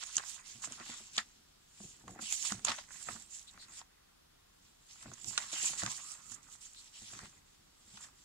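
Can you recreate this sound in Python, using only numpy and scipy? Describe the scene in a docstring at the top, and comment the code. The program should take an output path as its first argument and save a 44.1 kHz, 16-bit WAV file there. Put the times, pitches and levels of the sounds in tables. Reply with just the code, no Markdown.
"""Paper and fingertips slide with a grainy hiss as hands turn the glossy pages of a thin booklet over a box
of magazines, close under a small stereo microphone. Friction is noise shaped by many tiny random catches.
Creases snap as short noise bursts in three bands, curled edges sing as noise in narrow gliding resonances,
and the booklet bumps the box, heard as decaying modes. A low handling rumble, a short room echo
and the faint steady hush of a quiet room lie around them."""
import sys
import numpy as np
from scipy import signal
from scipy.fft import rfft, irfft, next_fast_len
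from scipy.io import wavfile
from scipy.ndimage import uniform_filter1d

SR = 44100
rng = np.random.default_rng(int(sys.argv[2]) if len(sys.argv) > 2 else 0)


def makeup_ratio(level_db):
    """Linear amplitude ratio for a level in decibels (20 dB per factor of ten)."""
    decades = np.asarray(level_db, float) / 20
    return 10 ** decades


def master_out(mix):
    """Clip the mix to full scale and print it as 16-bit PCM to the path in sys.argv[1]."""
    frames = np.transpose(np.atleast_2d(mix))
    ceiling = np.clip(frames, -1, 1)
    pcm = np.round(ceiling * 32767).astype(np.int16)
    wavfile.write(sys.argv[1], SR, pcm)


N = 363384  # samples, 8.24 s


def evened(x):
    """Power normalisation: scales to rms 1."""
    return x / np.sqrt(np.mean(x ** 2) + 1e-20)


def read(points, hz):
    """Logarithmic frequency scale: interpolates a table along it."""
    f, value = np.transpose(points)
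    return np.interp(np.log(hz + 1), np.log(f + 1), value)


def coloured(x, tone):
    """Linear filtering: weights the spectrum by a table of levels, then sets the pair to rms 1."""
    size = next_fast_len(N)
    weight = makeup_ratio(read(tone, np.fft.rfftfreq(size, 1 / SR)))
    return evened(irfft(rfft(x, size) * weight, size)[..., :N])


def resonate(x, hz, width):
    """Resonance by heterodyning: shifts the curve hz down to zero, smooths twice, and shifts back."""
    turn = np.exp(2j * np.pi * np.cumsum(hz * np.ones(x.shape[-1])) / SR)
    r = np.exp(-np.pi * width / SR)
    smoothed = signal.lfilter([(1 - r) ** 2], [1, -2 * r, r * r], x / turn)
    return 2 * (turn * smoothed).real


def pair(x, same, lag):
    """Partial coherence: the right port hears a share of the left's sound, lag samples later, plus its own."""
    return np.array([x[0], same * np.roll(x[0], lag) + np.sqrt(1 - same ** 2) * x[1]])


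def sides(pan_db):
    """Level difference between ports: left and right gains of constant mean power."""
    g = makeup_ratio([pan_db / 2, -pan_db / 2])
    return g / np.sqrt((g ** 2).mean(0))


def grit(per_s, spread_db, grain_s, smooth, same, lag):
    """Stick-slip friction: tiny catches of uneven size, each a short puff, over a smooth hiss."""
    catches = rng.random(N) < per_s / SR
    size = makeup_ratio(spread_db * np.minimum(rng.exponential(1, N), 5)) * catches
    puffs = signal.lfilter([1], [1, -np.exp(-1 / (grain_s * SR))], size)
    return pair((smooth + evened(puffs)) * rng.standard_normal((2, N)), same, lag)


def mottled(x, depth_db):
    """Changing contact: the colour shifts in random patches, as ever other parts of the sheet touch."""
    z = signal.stft(x, nperseg=256, noverlap=192)[2]
    patches = uniform_filter1d(rng.standard_normal(z.shape[1:]), size=5, axis=0)  # across frequency
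    patches = uniform_filter1d(patches, size=24, axis=1)  # across time
    return evened(signal.istft(z * makeup_ratio(depth_db * evened(patches)), nperseg=256, noverlap=192)[1][:, :N])


def swells(peak_s, rise_s, fall_s, db, rest_db):
    """Incoherent addition: gains that rise to a peak and fall away, their powers added to a resting power."""
    t = np.arange(0, N + 32, 32)[:, None] / SR
    away = np.maximum((peak_s - t) / rise_s, (t - peak_s) / fall_s)
    rounded = 1.15  # 1 gives pointed swells, more gives round ones
    power = (makeup_ratio(db - 20 * away ** rounded) ** 2).sum(1) + makeup_ratio(rest_db) ** 2
    return np.interp(np.arange(N) / SR, t[:, 0], np.sqrt(power))


# strokes of finger and page:
# (peak time [s], rise by 20 dB [s], fall by 20 dB [s], rubbing level [dB], bent sheet re rubbing [dB])
STROKES = [(0.034, 0.129, 0.022, -47, 0.8), (0.06, 0.052, 0.165, -49.3, -3.5),
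           (0.16, 0.1, 0.08, -45.0, -4.8), (0.225, 0.05, 0.1, -54, -3), (0.295, 0.075, 0.09, -40, -11),
           (0.35, 0.12, 0.075, -51, -3), (0.472, 0.054, 0.299, -50.1, -4.4),
           (0.64, 0.027, 0.067, -40.7, -5.8), (0.721, 0.062, 0.152, -50.9, -2.8),
           (0.9, 0.16, 0.268, -48.8, -2.7), (0.952, 0.004, 0.741, -59.4, -1.4),
           (1.16, 0.05, 0.02, -49.0, 0.0), (1.184, 0.005, 0.05, -46.0, 3.0),
           (1.846, 0.19, 0.258, -54.3, -5.0), (2.103, 0.064, 0.104, -56.7, -10.7),
           (2.22, 0.022, 0.245, -43.4, -3.8), (2.322, 0.066, 0.169, -34.5, -10.5),
           (2.472, 0.139, 0.11, -35.5, -6.2), (2.647, 0.004, 0.194, -43.4, -9.9),
           (2.693, 0.054, 0.066, -46.3, 8.2), (2.792, 0.108, 0.085, -51.2, -1.2),
           (2.925, 0.047, 0.274, -49.9, -8.4), (3.024, 0.097, 0.153, -46.3, -11.0),
           (3.113, 0.078, 0.138, -45.1, -5.7), (3.211, 0.108, 0.093, -53.1, -10.1),
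           (3.348, 0.075, 0.14, -46.3, -9.5), (3.48, 0.015, 0.178, -61.1, -5.6),
           (3.63, 0.083, 0.055, -57.0, -2.3), (3.791, 0.12, 0.038, -48.3, -5.3),
           (4.664, 0.122, 0.111, -68.3, -0.7), (4.915, 0.072, 0.124, -56.7, -2.5),
           (5.038, 0.124, 0.016, -53.9, -5.8), (5.148, 0.582, 0.007, -61.2, -2.8),
           (5.198, 0.141, 0.163, -56.6, -4.1), (5.294, 0.064, 0.078, -38.7, -14.8),
           (5.431, 0.238, 0.069, -44.7, -3.9), (5.527, 0.022, 0.062, -39.1, -6.9),
           (5.578, 0.198, 0.035, -43.1, -1.2), (5.669, 0.161, 0.132, -33.6, -7.6),
           (5.714, 0.202, 0.026, -46.4, -20.8), (5.786, 0.021, 0.107, -37.4, -5.0),
           (5.91, 0.141, 0.177, -41.0, -6.3), (5.977, 0.042, 0.011, -41.5, -9.4),
           (6.114, 0.127, 0.084, -43.7, -10.3), (6.321, 0.227, 0.079, -50.2, -7.9),
           (6.347, 0.028, 0.013, -45.1, -17.1), (6.437, 0.028, 0.065, -58.5, -7.6),
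           (6.538, 0.073, 0.041, -49.9, -9.4), (6.614, 0.007, 0.166, -53.0, -8.5),
           (6.655, 0.097, 0.099, -53.8, -7.1), (6.803, 0.145, 0.05, -55.0, -5.2),
           (6.878, 0.109, 0.044, -59.0, -1.2), (6.97, 0.07, 0.321, -53.6, -4.1),
           (7.109, 0.25, 0.256, -50.9, -4.5), (7.267, 0.39, 0.043, -58.4, -2.2),
           (7.467, 0.019, 0.64, -69.6, -2.1), (7.979, 0.218, 0.031, -56.0, -3.4),
           (8.038, 0.069, 0.062, -49.7, -6.8), (8.188, 0.082, 0.734, -63.3, -5.6)]
# where the hands work: (time [s], left over right level [dB], brightest frequency of the rub [Hz])
HAND_PATH = [(0.0, -9.0, 7000), (0.07, -5.5, 6960), (0.25, -10.5, 6830), (1.1, -1.0, 7090),
             (1.95, -2.0, 7110), (2.52, -10.0, 6970), (2.75, -2.5, 6640), (2.94, -11.0, 7340),
             (4.01, -0.5, 7070), (5.0, -3.5, 7030), (5.28, -11.5, 7430), (5.51, -4.5, 7020),
             (6.22, -7.5, 7450), (6.29, -11.5, 7360), (6.77, -3.0, 7120), (8.24, -3.0, 7150)]
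# colour of the rubbing, peaked by the microphone port: (frequency [Hz], relative density [dB per Hz])
RUB_TONE = [(2650, -54), (4500, -18), (6120, -8), (7180, -7.5), (7900, -6), (10700, -23), (13700, -32),
            (16000, -40)]


def hand_curves():
    """Moving source: the hands' level difference and brightest frequency, interpolated over time."""
    s, *columns = np.transpose(HAND_PATH)
    return [np.interp(np.arange(N) / SR, s, column) for column in columns]


def rubbing():
    """Sliding friction: each stroke drives a grainy hiss with a moving resonance."""
    *when, rub_db, _ = np.transpose(STROKES)
    pan_db, bright_hz = hand_curves()
    hiss = coloured(grit(per_s=1500, spread_db=9.0, grain_s=0.0024, smooth=3.2, same=0.31, lag=-5), RUB_TONE)
    hiss = mottled(hiss + 0.9 * resonate(hiss, bright_hz, width=1640), depth_db=2.7)
    # at rest, fingers hold the pages still
    return swells(*when, rub_db, rest_db=-80) * sides(pan_db) * hiss


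# colour of the bent sheet: (frequency [Hz], relative density [dB per Hz])
SHEET_TONE = [(1180, -31.5), (2000, -8.5), (2280, -5), (3090, -1), (3870, -1.5), (5500, -1), (7150, -12),
              (12100, -120)]


def bending():
    """Bending of a thin sheet: the same strokes drive its rustle, a friction noise of lower colour."""
    *when, rub_db, bend_db = np.transpose(STROKES)
    pan_db, _ = hand_curves()
    rustle = grit(per_s=1000, spread_db=1.0, grain_s=0.003, smooth=0.64, same=0.41, lag=11)
    sheet = mottled(coloured(rustle, SHEET_TONE), depth_db=1.36)
    return swells(*when, rub_db + bend_db, rest_db=-83) * sides(0.7 * pan_db) * sheet


# colour of the flexing page: (frequency [Hz], relative density [dB per Hz])
FLEX_TONE = [(260, -61), (450, -38), (599, -16), (1070, -6), (1570, -8), (2000, -6), (2280, -14),
             (2600, -10), (3380, -42), (5720, -120)]
# the page buckles and flaps: (peak time [s], rise by 20 dB [s], fall by 20 dB [s], level [dB])
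FLAPS = [(0.012, 0.025, 0.255, -60.1), (0.177, 0.033, 0.574, -57.7), (0.633, 0.032, 0.19, -55.3),
         (0.798, 0.035, 0.091, -52.2), (0.917, 0.123, 0.133, -56.0), (1.18, 0.006, 0.047, -42.0),
         (2.1, 0.123, 0.047, -64.8), (2.205, 0.071, 0.021, -56.3), (2.519, 0.106, 0.089, -50.7),
         (2.689, 0.03, 0.062, -36.1), (2.789, 0.032, 0.046, -49.3), (2.915, 0.049, 0.381, -60.2),
         (3.084, 0.032, 0.126, -53.7), (3.572, 0.204, 0.688, -67.4), (3.828, 0.341, 0.029, -64.4),
         (5.072, 0.224, 0.041, -61.5), (5.129, 0.044, 0.039, -62.2), (5.405, 0.202, 0.172, -53.0),
         (5.531, 0.007, 0.521, -59.7), (5.878, 0.252, 0.026, -49.0), (6.008, 0.05, 0.023, -55.0),
         (6.193, 0.321, 0.06, -61.7), (6.323, 0.012, 0.296, -63.7), (7.145, 0.024, 0.267, -59.0),
         (7.248, 0.048, 0.031, -54.6), (8.045, 0.225, 0.117, -61.2)]


def flexing():
    """Flexure of a page: strokes and flaps add in power to drive a low, lumpy noise."""
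    *when, rub_db, bend_db = np.transpose(STROKES)
    pan_db, _ = hand_curves()
    lumps = grit(per_s=250, spread_db=4.7, grain_s=0.0048, smooth=0.83, same=0.45, lag=2)
    flex = mottled(coloured(lumps, FLEX_TONE), depth_db=2.8)
    stroke_db = rub_db - 13 + 1.2 * np.minimum(bend_db, 0)  # a weaker bend flexes the page less
    level = np.hypot(swells(*when, stroke_db, rest_db=-85), swells(*np.transpose(FLAPS), rest_db=-85))
    return level * sides(0.24 * pan_db) * flex  # lower sound bends round to both ports


# the hand shifts the pile and fans air: (peak time [s], rise by 20 dB [s], fall by 20 dB [s], level [dB])
SHIFTS = [(0.68, 0.3, 1.0, -67), (1.84, 0.04, 0.16, -63), (2.12, 0.16, 0.14, -58), (2.55, 0.25, 0.6, -64),
          (2.74, 0.3, 0.1, -66), (3.14, 0.16, 0.11, -60), (3.72, 0.6, 0.12, -73), (5.09, 0.06, 0.06, -54),
          (5.28, 0.12, 0.28, -63), (5.85, 0.45, 0.35, -64), (6.34, 0.3, 0.4, -69), (7.16, 0.3, 0.4, -67),
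          (7.26, 0.2, 0.05, -63), (7.99, 0.6, 0.6, -72)]
# colour of the rumble: (frequency [Hz], relative density [dB per Hz])
HANDLING_TONE = [(15, -56), (25, -2), (86, -1), (123, 0.5), (157, 2), (207, 0), (313, -4), (397, -7.5),
                 (600, -16.5), (780, -11), (1320, -120)]


def handling():
    """Long-wave coherence: a lumpy low rumble, nearly alike at both ports."""
    lumps = grit(per_s=66, spread_db=1.5, grain_s=0.0067, smooth=1.56, same=0.95, lag=0)
    return swells(*np.transpose(SHIFTS), rest_db=-78) * coloured(lumps, HANDLING_TONE)


# colour of the hush: (frequency [Hz], relative density [dB per Hz])
HUSH_TONE = [(15, -29), (25, -1.5), (85, -7.5), (130, -12.5), (350, -13.5), (600, -15), (1200, -16),
             (2200, -21), (3500, -17.5), (5500, -20), (7200, -24.5), (9500, -24.5), (15000, -29)]
# likeness of the hush at the two ports: (frequency [Hz], left-right correlation [-1 to 1])
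HUSH_LIKENESS = [(30, 1), (90, 0.93), (150, 0.48), (300, -0.72), (620, -0.89), (1400, 0.33), (3000, -0.25),
                 (15000, -0.031)]


def hush():
    """Frequency-dependent coherence: steady room and microphone noise, most alike at both ports in the bass."""
    size = next_fast_len(N)
    left, other = rfft(rng.standard_normal((2, size)))
    same = np.clip(read(HUSH_LIKENESS, np.fft.rfftfreq(size, 1 / SR)), -1, 1)
    right = same * left + np.sqrt(1 - same ** 2) * other
    both = irfft(np.array([left, right]), size)[:, :N]
    return makeup_ratio(-67) * coloured(both, HUSH_TONE)


def room(x):
    """Exponential reverberant decay: sparse echoes of random sign, other ones for each port."""
    t60, length = 0.072, 12000  # s, samples
    n = np.arange(length)
    taps = rng.choice([-1., 1.], (2, length)) * (rng.random((2, length)) < .05)
    taps *= makeup_ratio(-60 * n / SR / t60) * (n > 150)  # the first echoes come after 3.4 ms
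    return signal.oaconvolve(x, taps / np.linalg.norm(taps[0]), axes=1)[:, :N]


# the clearest creases that let go, peak levels before panning:
# (time [s], page body level [dB], middle band level [dB], crisp edge level [dB], unstretched crack length [ms])
SNAPS = [(0.0111, -52, -49, -46, 6.0), (0.0276, -41, -47, -40, 3.4), (0.0361, -44, -38, -31, 2.0),
         (0.155, -54, -47, -26, 2.3), (0.1667, -46, -36, -12, 2.2), (0.1799, -33, -24.5, -26, 4.2),
         (0.1959, -33.5, -44, -41, 3.1), (0.202, -37.5, -49, -52, 3.5), (0.2348, -40, -46, -51, 4.1),
         (0.62, -54, -53, -36, 9.1), (0.6452, -49, -40, -29, 1.3), (0.653, -47, -40, -32, 4.9),
         (0.672, -46, -53, -43, 2.9), (0.722, -48, -42, -30.5, 0.9), (0.7984, -43, -40, -47, 4.5),
         (0.8644, -49, -45, -46, 3.3), (0.8998, -42, -38, -47, 3), (1.1647, -45, -36, -32, 5.4),
         (1.1775, -36, -25, -28, 1.2), (1.1804, -30, -13, -19.5, 1.1), (1.1875, -42, -32, -46, 5.3),
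         (1.802, -53, -57, -60, 2.9), (2.079, -39.5, -46, -43, 2.2), (2.189, -40, -59, -61, 6.1),
         (2.3241, -43, -26, -19, 2.8), (2.4256, -54, -37, -28, 2.7), (2.4502, -39.5, -39, -23, 1.3),
         (2.5206, -29, -30, -24.5, 1.9), (2.593, -47, -45, -43, 2.3), (2.6481, -33, -28, -15, 3.2),
         (2.6695, -36, -27, -33, 3.4), (2.6834, -48, -21, -37, 1.7), (2.6952, -43, -30, -34, 4.2),
         (2.703, -38, -28, -37, 2.7), (2.7167, -32, -26.5, -34, 5.2), (2.7843, -40, -37, -46, 4.8),
         (2.8886, -52, -61, -46, 1.5), (2.9058, -41.5, -60, -53, 1.1), (3.0865, -28.5, -41, -42, 2.5),
         (3.1593, -44, -51, -49, 6.1), (3.5754, -45, -52, -58, 1.6), (3.8144, -44, -45, -59.5, 1.8),
         (4.9576, -52.5, -56, -54, 2.7), (5.027, -44, -49, -57, 2.8), (5.0582, -45, -62, -67, 3.9),
         (5.1155, -43, -50, -57, 1.4), (5.135, -56, -53, -37.5, 5.2), (5.244, -49, -35, -32, 1.1),
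         (5.3768, -23, -17, -18.5, 3.7), (5.535, -41.5, -35, -36, 8.2), (5.6432, -37, -40, -36, 3.8),
         (5.7327, -38, -38, -39, 3.3), (5.8341, -27, -33, -26, 1.5), (5.8618, -32, -25, -27, 2.4),
         (6.3168, -50, -51, -35.5, 6.1), (6.3971, -60, -72, -64, 4.8), (6.485, -53, -66, -56, 5.2),
         (6.5516, -50.5, -65, -62, 1.5), (6.6086, -66, -60, -50, 4), (6.7471, -54, -47, -55, 1.1),
         (7.135, -45, -53, -56, 1.7), (7.1499, -47, -49, -52, 4), (7.236, -51.5, -51, -49, 1.6),
         (7.19, -38.5, -41, -39, 1.1), (7.2558, -44.5, -47, -47, 1.5), (7.9729, -43.5, -39.5, -57, 1.1)]
# page body, middle band, crisp edge:
# (centre [Hz], resonator width [Hz], stretch of the crack length [factor], t60 of the shiver [s])
SNAP_BANDS = [(1296, 1310, 1.37, 0.047), (3500, 3250, 0.87, 0.02), (6880, 2430, 1.4, 0.01)]


def snaps():
    """Impulsive release of strain: a crack of milliseconds, then a weak shiver, longest in the page body."""
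    length = 4000
    out, t = np.zeros((2, N + length)), np.arange(length) / SR
    when, pan_db, _ = np.transpose(HAND_PATH)
    for s, *band_db, crack_ms in SNAPS:
        noise = pair(rng.standard_normal((2, length)), 0.53, lag=int(rng.integers(-12, 13)))
        # the crease lets go with one sharp click, at its own instant for each port
        click = rng.integers(0, 13, (2, 1)) == np.arange(13)
        noise[:, 14:27] += 3.0 * rng.choice([-1, 1]) * click
        # the higher the band, the more it leans to one side
        for db, (hz, width, stretch, t60), aimed in zip(band_db, SNAP_BANDS, (0.2, 0.4, 1.1)):
            burst = np.exp(-(1000 * t / (stretch * crack_ms)) ** 2)
            shiver = makeup_ratio(-7 - 60 * t / t60)
            shape = (1 - np.exp(-t / 0.00034)) * (burst + shiver)
            crack = resonate(resonate(noise * shape, hz, width), hz, 2 * width)
            crack = crack / abs(crack).max(1)[:, None]
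            side = sides(aimed * np.interp(s, when, pan_db))[:, None]
            out[:, round(s * SR):][:, :length] += makeup_ratio(db) * side * crack
    return out[:, :N]


# the booklet bumps the box; all levels add to those of the modes:
# (time [s], level [dB], extra for the lowest mode [dB], extra for the three upper modes [dB])
BUMPS = [(0.167, -54, -8, -3), (0.552, -53, -5, -17), (0.674, -54, -7, 2.5), (0.708, -48, -16, -7),
         (0.804, -49, -21, -1.5), (0.894, -45, -22, -5.5), (1.004, -54, -24, -4.5), (1.176, -45, -31, -13),
         (1.804, -42.5, -33, -12), (2.039, -51, -10, -8), (2.077, -48, -12, -3), (2.093, -44, -11, -4),
         (2.16, -53, -17, 4), (2.193, -45, -28, -3), (2.224, -45, -33, -10), (2.519, -32, -30, -11),
         (2.544, -40.5, -7, -13.5), (2.692, -41, -13, -4), (3.096, -47, -14, -6),
         (3.152, -44.5, -23, -11.5), (3.552, -54, -17, -15), (5.057, -45, -12, -7), (5.083, -54, 3, -17),
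         (5.117, -49, -6, -3.5), (5.272, -47.5, -3, -11), (5.289, -50, -14, -11), (5.305, -56, -16, -13),
         (5.53, -53.5, -33, 5.5), (5.63, -54, -23, 3), (5.698, -52, -9, -3), (5.831, -35.5, -9.5, -4),
         (5.861, -43.5, -4, -19), (5.878, -48.5, -10.5, -4), (6.313, -53, -9, -17), (7.018, -52, -8, -10),
         (7.13, -53.5, -4, -2), (7.232, -46, -12, -7.5), (7.941, -53.5, -9, -16)]
# modes of the hollow box: (mean frequency before random spread [Hz], level [dB], t60 [s])
BOX_MODES = [(121.5, 4, 0.15), (211.1, -2.5, 0.11), (315, 0, 0.072), (483, -6.5, 0.071), (690, 6, 0.023)]


def bumps():
    """Modal decay: a soft push sets the hollow box thudding; the upper modes give a papery knock."""
    length = 12000
    out, t = np.zeros((2, N + length)), np.arange(length) / SR
    for s, bump_db, low_db, upper_db in BUMPS:
        extra_db = (low_db, 0, upper_db, upper_db, upper_db)
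        for share_db, (hz, db, t60) in zip(extra_db, BOX_MODES):
            lead_s = np.array([[0], [.0002]])  # reaches the right port first
            turn = 2 * np.pi * hz * (rng.uniform(0.864, 1.167) * t + lead_s)
            ring = np.sin(turn) * (1 - np.exp(-t * hz * 3.4))
            out[:, round(s * SR):][:, :length] += makeup_ratio(bump_db + share_db + db - 60 * t / t60) * ring
    return out[:, :N]


# a curled page edge sings while it drags, levels before the fades:
# (start [s], end [s], level [dB], first frequency [Hz], last frequency [Hz])
SINGS = [(0.85, 1.02, -57.5, 3420, 3650), (2.242, 2.35, -50, 3360, 2070), (3.466, 3.508, -55, 3720, 3870),
         (3.581, 3.659, -56, 4300, 4160), (5.524, 5.7, -48, 3150, 2480), (5.857, 5.95, -53.5, 1030, 1070),
         (5.97, 6.174, -62.5, 1140, 1320), (6.157, 6.45, -68, 1300, 1180), (6.47, 6.57, -71.5, 1200, 1300),
         (6.75, 6.82, -57.5, 3900, 4230), (6.927, 7.0, -60, 3070, 3020)]


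def singing():
    """Friction-driven resonance: noise in one narrow, gliding band, fading in and out."""
    out = np.zeros((2, N))
    drive = grit(per_s=1200, spread_db=1.6, grain_s=.001, smooth=2.2, same=0.2, lag=7)
    for start, end, db, from_hz, to_hz in SINGS:
        at = np.arange(round(start * SR), round(end * SR))
        glide_hz = np.linspace(from_hz, to_hz, len(at))
        ring = evened(resonate(drive[:, at], glide_hz, 0.19 * from_hz))
        out[:, at] += makeup_ratio(db) * signal.windows.tukey(len(at), .6) * ring
    return out


def scene():
    """Superposition: paper close by with a little room, over bumps, rumble and hush."""
    paper = rubbing() + bending() + flexing() + singing() + snaps()
    return paper + makeup_ratio(-13) * room(paper) + bumps() + handling() + hush()


def roll_off(x):
    """The treble ends steeply here."""
    return signal.sosfilt(signal.butter(12, 16430, fs=SR, output="sos"), x)


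def record(dry):
    """Band limitation: a linear-phase low-pass at 15780 Hz."""
    low_pass = signal.firwin(511, 15780, window=("kaiser", 9), fs=SR)
    limited = signal.oaconvolve(dry, low_pass[None], "same")
    return roll_off(limited)


dry = scene()
out = record(dry)
master_out(out)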